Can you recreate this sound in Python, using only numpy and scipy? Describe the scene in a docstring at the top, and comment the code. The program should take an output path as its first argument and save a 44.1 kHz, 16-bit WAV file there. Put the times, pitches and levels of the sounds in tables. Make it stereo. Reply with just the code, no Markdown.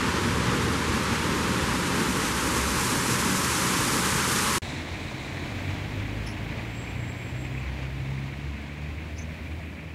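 """Wet city street, two spots. At the kerb: lumpy rumble noise, idling engine and drone as sine orders,
tyre roar as shaped noise, rising spray of a nearing car as dense clicks, a few wheel thumps.
After a short silence, set back from the road: rumble, hiss and spray noise; a heavy vehicle pulls away,
its orders swelling and sinking as they rise, its rattle as clicks ringing in metal modes.
Treble ticks are noise bursts, birds short fluttering notes, brake squeals a stuttering sine."""
import sys
import numpy as np
from scipy import signal
from scipy.io import wavfile
from scipy.ndimage import uniform_filter1d

SR = 44100
rng = np.random.default_rng(int(sys.argv[2]) if len(sys.argv) > 2 else 0)


def inscribe(sig):
    """Save sig as 16-bit PCM at rate SR to the path in sys.argv[1].

    A 1-D sig is mono; a 2-D sig holds one channel per row.
    Samples are clipped to [-1, 1] before scaling.
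    """
    pcm = np.round(np.clip(np.atleast_2d(sig).T, -1, 1) * 32767)
    wavfile.write(sys.argv[1], SR, pcm.astype(np.int16))


N = 438354
STOP_S, RESUME_S = 4.5834, 4.6192   # silence between the spots

# Stereo pairs: f/Hz, likeness 0-1, right lead/rad, right level/dB
KERB_PAIR = [(40, .95, 1.8, -5), (90, 0.98, 1.3, -4.5), (200, 1, 0.75, -2.5), (450, 0.82, -0.0024, -2.5),
             (1000, 0.85, 0.2, -2), (1500, 0.93, 0.29, -0.5), (2020, 1, -0.016, -0.5),
             (3930, 1, -0.16, 0.1), (5500, 0.77, -0.29, -1), (11000, 0.66, -1.38, -2.5),
             (15000, .25, -1.5, -1.5)]
BACK_PAIR = [(40, 0.99, .95, -5), (150, 1, 1.02, -3), (297, 0.64, 0.45, 1), (510, .42, 0.49, -2),
             (734, 0.53, 2.7, -2.5), (965, 0.34, 5.14, 0), (1370, 0.75, 5.7, -1.5), (1900, 0.25, 7, 1.5),
             (3070, 0.18, 8.2, 6.5), (5170, 0.14, 7.1, -4.5), (9000, 0.24, 9.1, 0), (12500, .1, 8.1, -4.5)]
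SPRAY_PAIR = [(3000, .5, 9, 5), (3900, 0.55, 7.4, 3), (4800, .5, 6.3, 0), (7500, 0.3, 9.5, 0.5),
              (12000, .2, 8, 0)]
RATTLE_PAIR = [(1500, 1, 3.14, 28), (2400, 1, 3.14, 24), (3600, 1, 3.14, 12)]
BIRD_PAIR = [(5300, .95, 1.7, -.5), (10700, .95, 1.3, 2.5)]
SQUEAL_PAIR = [(7000, .95, 1.6, -5), (8000, .95, 1.6, -5)]
BACK_LAG_S, RATTLE_LAG_S = 0.00032, 0.00045   # right channel late
TYRES_MOST_ALIKE = 0.97   # upper limit on the likeness of left and right in the tyre roar

# Noise spectra: f/Hz, relative density/dB
KERB_RUMBLE_SPECTRUM = [(25, -23), (45, -4), (70, 0.5), (130, 0.5), (250, -0.5), (450, -5), (800, -10.5),
                        (1500, -65)]
KERB_TYRES_SPECTRUM = [(300, -27.5), (700, -3), (1050, -1), (1600, -6), (2500, -11), (3800, -16),
                       (7000, -21), (11000, -31), (13500, -54), (14500, -67)]
KERB_SPRAY_SPECTRUM = [(1500, -1.5), (3500, -5), (6000, 1.5), (8000, 2), (10500, 0.5), (12500, -5),
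                       (14200, -11), (15000, -37)]
BACK_RUMBLE_SPECTRUM = [(25, -48), (50, -5.5), (90, 3), (180, -7), (300, -6), (380, -14.5), (700, -17),
                        (1500, -43)]
BACK_HISS_SPECTRUM = [(400, -3), (700, 0), (1000, 2.5), (1150, 1), (1450, -2), (1950, -5), (2500, -7.5),
                      (3050, -10), (4500, -12.5), (7500, -22), (9000, -30.5), (10500, -38), (15700, -53)]
BACK_SPRAY_SPECTRUM = [(2500, -50), (3300, 0), (3900, 5.5), (4600, 0), (7000, -4.5), (9000, -11),
                       (10200, -12), (15700, -56)]
CITY_AIR_SPECTRUM = [(5000, -18), (9000, -2), (11000, -11), (13500, -17), (15700, 4)]
# Cancellation by the echo off the road
DIP_HZ, DIP_WIDTH_HZ, DIP_DEPTH = 696, 270, 0.86

# Level curves: start/dB, slope/(dB/s), bend/(dB/s^2)
KERB_RUMBLE_LEVEL = (-26, -0.98, 0.043)
KERB_TYRES_LEVEL = (-28.5, -0.59, 0.18)
BACK_RUMBLE_LEVEL = (-34.5, -0.23, -0.2)
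# Same columns, ahead of the stereo pair
RATTLE_LEVEL = (-35.5, -0.34, -0.12)
# Rumble swells: t/s, half width/s, level/dB
SURGES = [(.5, 0.13, 1), (2.42, 0.34, -1.5), (1.96, 0.1, 1.5)]
LUMPS_SPLIT_HZ, LUMPS_DB = 150, 1.0
SPRAY_FAR_DB, SPRAY_NEAR_DB, SPRAY_MIDWAY_S, SPRAY_RISE_S = -41, -29, 2.07, 0.45
# Tyre hiss passing on the road: t/s, level/dB
BACK_HISS_LEVEL = [(4.62, -36.5), (5.05, -37.5), (5.4, -36), (5.8, -36.5), (6.8, -39.5), (7.8, -41.5),
                   (8.8, -43), (9.94, -47.5)]
# Cars throwing spray further off: loudest t/s, level/dB, fade/(dB/s^2)
SPRAY_PASSES = [(4.62, -41, 100), (5.1, -46.5, 17), (8.2, -57.5, 30), (9.4, -59, 60)]
CITY_AIR_DB = -70

# Idling engine: t/s, firing f/Hz, order 2 level/dB, order 3 level/dB
IDLE = [(0, 59.37, -41, -45), (.5, 59.7, -28.5, -37), (.75, 59.56, -41, -41.5), (1.9, 60.6, -45, -36),
        (2.3, 61, -53, -40), (2.9, 61.94, -34.5, -55), (3.3, 62.2, -41, -34.5), (4.58, 62.47, -39, -38)]
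# Low exhaust note further off: t/s, f/Hz, level/dB
DRONE = [(0, 64.2, -44), (.4, 75, -36), (1.45, 78.3, -34), (1.7, 65, -43), (2.64, 64.34, -29),
         (2.9, 74, -50), (4.58, 80, -39)]
# Wheel hits a dent: t/s, half length/s, f/Hz, level/dB
THUMPS = [(.955, .015, 215, -25), (1.122, .016, 240, -21), (1.125, .012, 100, -22)]

# Engine pulling away: t/s, firing f/Hz, load level/dB
PULL = [(4.62, 40.04, -12), (5.35, 45.23, -4), (5.63, 47.48, 1.5), (6.32, 53.86, 0), (6.9, 57.95, -2),
        (7.6, 65.04, -1), (8.19, 67.7, 1), (8.56, 71.5, -2.5), (9.17, 77.4, -2), (9.94, 80.54, -7.5)]
# Multiples of firing f, half orders from uneven cylinders: order, relative level/dB
PULL_ORDERS = [(1, 3.5), (1.5, -14), (2, -1), (2.5, -15), (3, -6), (4, -10.5)]
# Gain by pitch, makes the engine orders swell and sink as they rise: f/Hz, gain/dB
PITCH_GAIN = [(40, -41), (47, -55), (53, -39.5), (56, -47), (62, -44.5), (66, -36), (68.3, -45.5),
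              (71, -32), (74.5, -38.5), (77, -38.5), (81, -35), (90, -36.5), (96, -32.5), (100, -36.5),
              (104, -30.5), (112, -37.5), (118, -31), (122, -37), (126, -32.5), (129, -38.5), (136, -30.5),
              (142, -38.5), (149, -33.5), (154, -41.5), (160, -38.5), (170, -42.5), (178, -36), (190, -50),
              (205, -41), (216, -35.5), (228, -43), (260, -45), (285, -37.5), (305, -42), (330, -46)]

# Metal resonances, changing as the vehicle recedes: f/Hz, one-pass width/Hz, level/dB, change/(dB/s)
RATTLE_MODES = [(2227, 700, 5, -0.26), (1914, 1170, 1, -.6), (2470, 530, -10.5, 2.5), (4150, 90, -20, 1.5)]
# Jolts shaking the loose metal: t/s, half length/s, f/Hz, level ahead of the pair/dB
JOLTS = [(6.88, .009, 2300, -33), (7.225, 0.022, 2305, -38), (7.45, .006, 2550, -33),
         (7.577, .011, 2500, -33), (7.634, .012, 2550, -36), (7.668, 0.016, 2230, -35.5),
         (8.988, .015, 2336, -39), (9.472, 0.014, 2300, -40), (9.789, .008, 2240, -38),
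         (9.806, .006, 2500, -37)]
JOLT_WIDTH_HZ, RATTLE_LEFT_DB = 400, -24

# Clearest treble ticks: t/s, burst level ahead of high-pass/dB
TICKS = [(5.7, -61), (6.15, -63), (6.44, -60), (6.51, -58), (6.712, -60), (7.2, -60), (7.255, -63),
         (7.418, -59), (7.444, -58), (8.105, -61), (8.28, -61), (9.531, -62)]
TICK_DECAY_S, TICK_ABOVE_HZ = 0.007, 6000
FAINT_TICKS_PER_S, FAINT_TICK_DB = 8, -68

# Bird notes: t/s, length/s, start f/Hz, end f/Hz, level/dB, overtone/dB, breath/dB
CHIRPS = [(6.26, .024, 5300, 5380, -39, -8, -5), (6.281, .024, 5300, 5380, -43, -14, -4),
          (6.29, .04, 5350, 5330, -51, -4, 0), (6.245, .085, 5950, 5700, -54, -30, 6),
          (9.158, .028, 5000, 5450, -52, -19, 3), (9.17, .045, 5200, 5100, -58, -11, 7),
          (9.178, .028, 6230, 6050, -41, -30, -2), (9.2, .042, 6120, 6250, -47, -30, -2)]
THROB_DB = 1.8   # spread of the level drift that breaks up the notes

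# Brake grips: start t/s, end t/s, level/dB
SQUEALS = [(6.789, 6.84, -49), (6.9, 6.915, -52), (7.008, 7.03, -51), (7.076, 7.11, -51),
           (7.16, 7.175, -56), (7.21, 7.285, -53), (7.31, 7.32, -56), (7.39, 7.465, -52),
           (7.545, 7.56, -59), (7.59, 7.61, -59)]
SQUEAL_HZ, SQUEAL_RISE_DB_PER_S, SQUEAL_FALL_DB_PER_S = 7628, 139, 450

RECORDER_HISS_DB, CUTOFF_HZ = -100, 15760


def amp(db):
    """dB to linear gain."""
    return 10 ** (np.asarray(db) / 20)


def rms_one(x):
    """Scales to rms 1 over all channels."""
    return x / np.sqrt(np.mean(x ** 2) + 1e-20)


def times_s():
    """Time of every sample."""
    return np.arange(N) / SR


def bins_hz():
    """FFT bin frequencies, offset to keep the log finite."""
    return np.arange(N // 2 + 1) * SR / N + .01


def in_time(rows):
    """Columns of a time table, one value a sample."""
    s, *columns = np.transpose(rows)
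    return [np.interp(times_s(), s, c) for c in columns]


def on_bins(rows):
    """Columns of a frequency table, one value an FFT bin, on a log f axis."""
    hz, *columns = np.transpose(rows)
    log_hz = np.log(bins_hz())
    return [np.interp(log_hz, np.log(hz), c) for c in columns]


def fading(level, from_s=0):
    """Level in dB with a steady rate and a bend."""
    t = times_s() - from_s
    return level[0] + level[1] * t + level[2] * t ** 2


def drift(rate_hz):
    """Slow chance of spread 1: two-pole low-passed noise, run at SR / 40."""
    r = np.exp(-2 * np.pi * rate_hz * 40 / SR)
    noise = rng.standard_normal(N // 40 + 2002)
    slow = signal.lfilter([1], [1, -2 * r, r * r], noise)[2000:]   # settled part
    return np.interp(np.arange(N) / 40, np.arange(len(slow)), rms_one(slow))


def noises():
    """Two unrelated streams of white noise."""
    return rng.standard_normal((2, N))


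def grains(per_s, spread_db):
    """Two unrelated streams of random clicks of uneven size."""
    size_db = spread_db * np.minimum(rng.exponential(1, (2, N)), 4)
    sizes = amp(size_db) * rng.choice([-1, 1], (2, N))
    return rms_one(sizes * (rng.random((2, N)) < per_s / SR))


def at_ports(streams, pair, colour=1, lag_s=0, most_alike=1):
    """Colours two streams, mixes them to left and right with the pair's likeness, phase and level."""
    alike, lead_rad, right_db = on_bins(pair)
    alike = np.clip(alike, 0, min(most_alike, 1))
    main, other = np.fft.rfft(streams) * colour
    turn = amp(right_db) * np.exp(1j * (lead_rad - 2 * np.pi * bins_hz() * lag_s))
    right = turn * (alike * main + np.sqrt(1 - alike ** 2) * other)
    return np.fft.irfft([main, right], N)


def mono_at(tone, pair, lag_s=0):
    """Places one stream in the pair, with no unrelated part."""
    return at_ports([tone, 0 * tone], pair, lag_s=lag_s)


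def kerb_layer(streams, spectrum, most_alike=1):
    """Shaped noise close to the lane, notched by the road echo."""
    dip = 1 - DIP_DEPTH / (1 + (2 * (bins_hz() - DIP_HZ) / DIP_WIDTH_HZ) ** 2)
    colour = dip * amp(on_bins(spectrum)[0])
    return rms_one(at_ports(streams, KERB_PAIR, colour, most_alike=most_alike))


def lumpy(x):
    """Deep and upper parts of a rumble each swell on their own."""
    deep = signal.sosfilt(signal.butter(2, LUMPS_SPLIT_HZ, fs=SR, output="sos"), x)
    return deep * amp(LUMPS_DB * drift(4.0)) + (x - deep) * amp(LUMPS_DB * drift(5.0))


def kerb_rumble():
    """Low traffic noise with slow lumps and set swells."""
    t = times_s()
    surge_db = sum(db * np.exp(-((t - s) / half_s) ** 2) for s, half_s, db in SURGES)
    level_db = fading(KERB_RUMBLE_LEVEL) + surge_db + 0.58 * drift(26.0)
    return amp(level_db) * lumpy(kerb_layer(noises(), KERB_RUMBLE_SPECTRUM))


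def kerb_tyres(puddles):
    """Tyre roar: broad noise swaying with the water on the road."""
    level_db = fading(KERB_TYRES_LEVEL) + 0.3 * puddles + 0.45 * drift(10.0)
    return amp(level_db) * kerb_layer(noises(), KERB_TYRES_SPECTRUM, TYRES_MOST_ALIKE)


def kerb_spray(puddles):
    """Droplets as dense clicks, growing on an S-curve as the car nears."""
    growth = 1 / (1 + np.exp((SPRAY_MIDWAY_S - times_s()) / SPRAY_RISE_S))
    level_db = SPRAY_FAR_DB + (SPRAY_NEAR_DB - SPRAY_FAR_DB) * growth
    level_db = level_db + 0.4 * puddles + 0.8 * drift(22.0)
    return amp(level_db) * kerb_layer(grains(15000.0, 2.5), KERB_SPRAY_SPECTRUM)


def engine(firing_hz, levels_db, orders, wobble, rough_db):
    """Firing orders as sines of wavering strength on one wobbling phase; levels are rms."""
    phase = 2 * np.pi * np.cumsum(firing_hz * (1 + wobble * drift(5.0))) / SR
    tone = sum(amp(db + rough_db * drift(5.1)) * np.sin(k * phase) for k, db in zip(orders, levels_db))
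    return np.sqrt(2) * tone


def idling():
    """Idling engine: orders 2 and 3 of the firing rate."""
    firing_hz, *levels_db = in_time(IDLE)
    return engine(firing_hz, levels_db, [2, 3], wobble=0.0028, rough_db=2.5)


def drone():
    """Far exhaust note: one wandering sine."""
    hz, *levels_db = in_time(DRONE)
    return engine(hz, levels_db, [1], wobble=0.0212, rough_db=2.0)


def thumps():
    """Wheel hitting a dent: short low tones under a bell envelope."""
    t, tone = times_s(), np.zeros(N)
    for s, half_s, hz, db in THUMPS:
        swell = np.exp(-((t - s) / half_s) ** 2)
        tone += amp(db) * swell * np.cos(2 * np.pi * hz * (t - s))
    return tone


def kerb():
    """All sounds close to the lane."""
    puddles = drift(6.9)   # uneven water sways roar and spray together
    tones = mono_at(idling() + drone() + thumps(), KERB_PAIR)
    return kerb_rumble() + tones + kerb_tyres(puddles) + kerb_spray(puddles)


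def back_layer(spectrum, pair=BACK_PAIR):
    """Shaped noise as heard set back from the road."""
    return rms_one(at_ports(noises(), pair, amp(on_bins(spectrum)[0]), BACK_LAG_S))


def back_rumble():
    """Far traffic: low noise, slowly drifting."""
    level_db = fading(BACK_RUMBLE_LEVEL, RESUME_S) + 0.85 * drift(0.87)
    return amp(level_db) * back_layer(BACK_RUMBLE_SPECTRUM)


def back_hiss():
    """Tyre hiss: noise with slow and fast level drift."""
    level_db = in_time(BACK_HISS_LEVEL)[0] + 0.66 * drift(2.5) + 0.78 * drift(30.0)
    return amp(level_db) * back_layer(BACK_HISS_SPECTRUM)


def back_spray():
    """Spray of passing cars: noise following the loudest pass."""
    t = times_s()
    passes_db = np.max([db - fade * (t - s) ** 2 for s, db, fade in SPRAY_PASSES], axis=0)
    return amp(passes_db + 0.84 * drift(25.0)) * back_layer(BACK_SPRAY_SPECTRUM, SPRAY_PAIR)


def city_air():
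    """Faint flickering treble fizz."""
    return amp(CITY_AIR_DB + 1.2 * drift(7.0) + 1.8 * drift(25.0)) * back_layer(CITY_AIR_SPECTRUM)


def pulling_away():
    """Engine speeding up: each order swells and sinks with the gain at its pitch."""
    firing_hz, load_db = in_time(PULL)
    hz, gain_db = np.transpose(PITCH_GAIN)
    orders, levels_db = [], []
    for k, order_db in PULL_ORDERS:
        pitch_db = np.interp(np.log(k * firing_hz), np.log(hz), gain_db)
        orders.append(k)
        levels_db.append(load_db + order_db + pitch_db)
    tone = engine(firing_hz, levels_db, orders, wobble=0.004, rough_db=2.6)
    return mono_at(tone, BACK_PAIR, BACK_LAG_S)


def resonance(x, hz, width_hz):
    """Steep resonance: the same two-pole peak applied twice."""
    r = np.exp(-np.pi * width_hz / SR)
    b = np.array([1, 0, -1]) * (1 - r * r) / 2
    a = [1, -2 * r * np.cos(2 * np.pi * hz / SR), r * r]
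    return signal.lfilter(b, a, signal.lfilter(b, a, x))


def rattle():
    """Dense uneven metal knocks ringing in broad modes, with louder jolts; mostly on the right."""
    t, clicks = times_s(), grains(2500.0, 0.67)
    knocks = clicks[0] * amp(1.0 * drift(22.0) + 0.71 * drift(30.0))
    rung = np.zeros(N)
    for hz, width_hz, db, change_db_per_s in RATTLE_MODES:
        rung += amp(db + change_db_per_s * (t - RESUME_S)) * resonance(knocks, hz, width_hz)
    out = amp(fading(RATTLE_LEVEL, RESUME_S)) * rms_one(rung)
    for s, half_s, hz, db in JOLTS:
        start = round((s - 2 * half_s) * SR)
        span = slice(start, start + round(4 * half_s * SR))
        swell = np.exp(-((t[span] - s) / half_s) ** 2)
        out[span] += amp(db) * swell * rms_one(resonance(clicks[1, span], hz, JOLT_WIDTH_HZ))
    return amp(RATTLE_LEFT_DB) * mono_at(out, RATTLE_PAIR, RATTLE_LAG_S)


def ticking():
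    """Treble noise bursts dying exponentially, at set and at random moments."""
    hits = rng.random(N) < FAINT_TICKS_PER_S / SR
    jumps = hits * rng.exponential(amp(FAINT_TICK_DB), N) + 1e-18
    s, db = np.transpose(TICKS)
    jumps[(s * SR).astype(int)] = amp(db)
    envelope = signal.lfilter([1], [1, -np.exp(-1 / (TICK_DECAY_S * SR))], jumps)
    high_pass = signal.butter(2, TICK_ABOVE_HZ, "high", fs=SR, output="sos")
    return signal.sosfilt(high_pass, envelope * noises())


def birds():
    """Short rough notes: fluttering whistle, one overtone, breathy noise around the pitch."""
    out, flutter = np.zeros(N), drift(150.5)
    smooth = uniform_filter1d(rng.standard_normal(N), size=30)
    breath = rms_one(uniform_filter1d(smooth, size=22))
    for s, length_s, start_hz, end_hz, db, overtone_db, breathy_db in CHIRPS:
        i, n = round(s * SR), round(length_s * SR)
        span = slice(i, i + n)
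        hz = np.linspace(start_hz, end_hz, n) * (1 + 0.004 * flutter[span])
        phase = 2 * np.pi * np.cumsum(hz) / SR
        whistle = np.sin(phase) + amp(overtone_db) * np.sin(2 * phase)
        envelope = np.sin(np.pi * np.linspace(0, 1, n) ** 1.2)
        out[span] += amp(db) * envelope * (1 + amp(breathy_db) * breath[span]) * whistle
    return mono_at(out * amp(THROB_DB * drift(72.0)), BIRD_PAIR)


def squeal():
    """Stuttering brake whistle: holds while the pad grips, swells in slowly, lets go fast."""
    t, grips_db = times_s(), []
    for start_s, end_s, db in SQUEALS:
        rise_db, fall_db = SQUEAL_RISE_DB_PER_S * (start_s - t), SQUEAL_FALL_DB_PER_S * (t - end_s)
        grips_db.append(db - np.maximum(0, np.maximum(rise_db, fall_db)))
    level_db = np.max(grips_db, axis=0) + 1.6 * drift(35.0)
    phase = 2 * np.pi * np.cumsum(SQUEAL_HZ * (1 + 0.0006 * drift(10.0))) / SR
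    return mono_at(amp(level_db) * np.sqrt(2) * np.sin(phase), SQUEAL_PAIR)


def set_back():
    """All sounds set back from the road."""
    traffic = back_rumble() + back_hiss() + back_spray() + city_air()
    return traffic + pulling_away() + rattle() + ticking() + birds() + squeal()


def scene():
    """Kerb cut off at STOP_S: drops 26 dB, fades out within milliseconds; second spot starts at once."""
    t = times_s()
    cut_db = np.where(t < STOP_S, 0, -26.0 - 1130.0 * (t - STOP_S))   # slope in dB/s
    opening = np.clip((t - RESUME_S) / 0.0006, 0, 1)
    return kerb() * amp(cut_db) + set_back() * opening


def record(dry):
    """Adds faint white hiss, then cuts the top with a steep low-pass."""
    hiss = amp(RECORDER_HISS_DB) * rng.standard_normal(dry.shape)
    low_pass = signal.ellip(14, 0.5, 80, CUTOFF_HZ, fs=SR, output="sos")
    return signal.sosfilt(low_pass, dry + hiss)


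dry = scene()
out = record(dry)
inscribe(out)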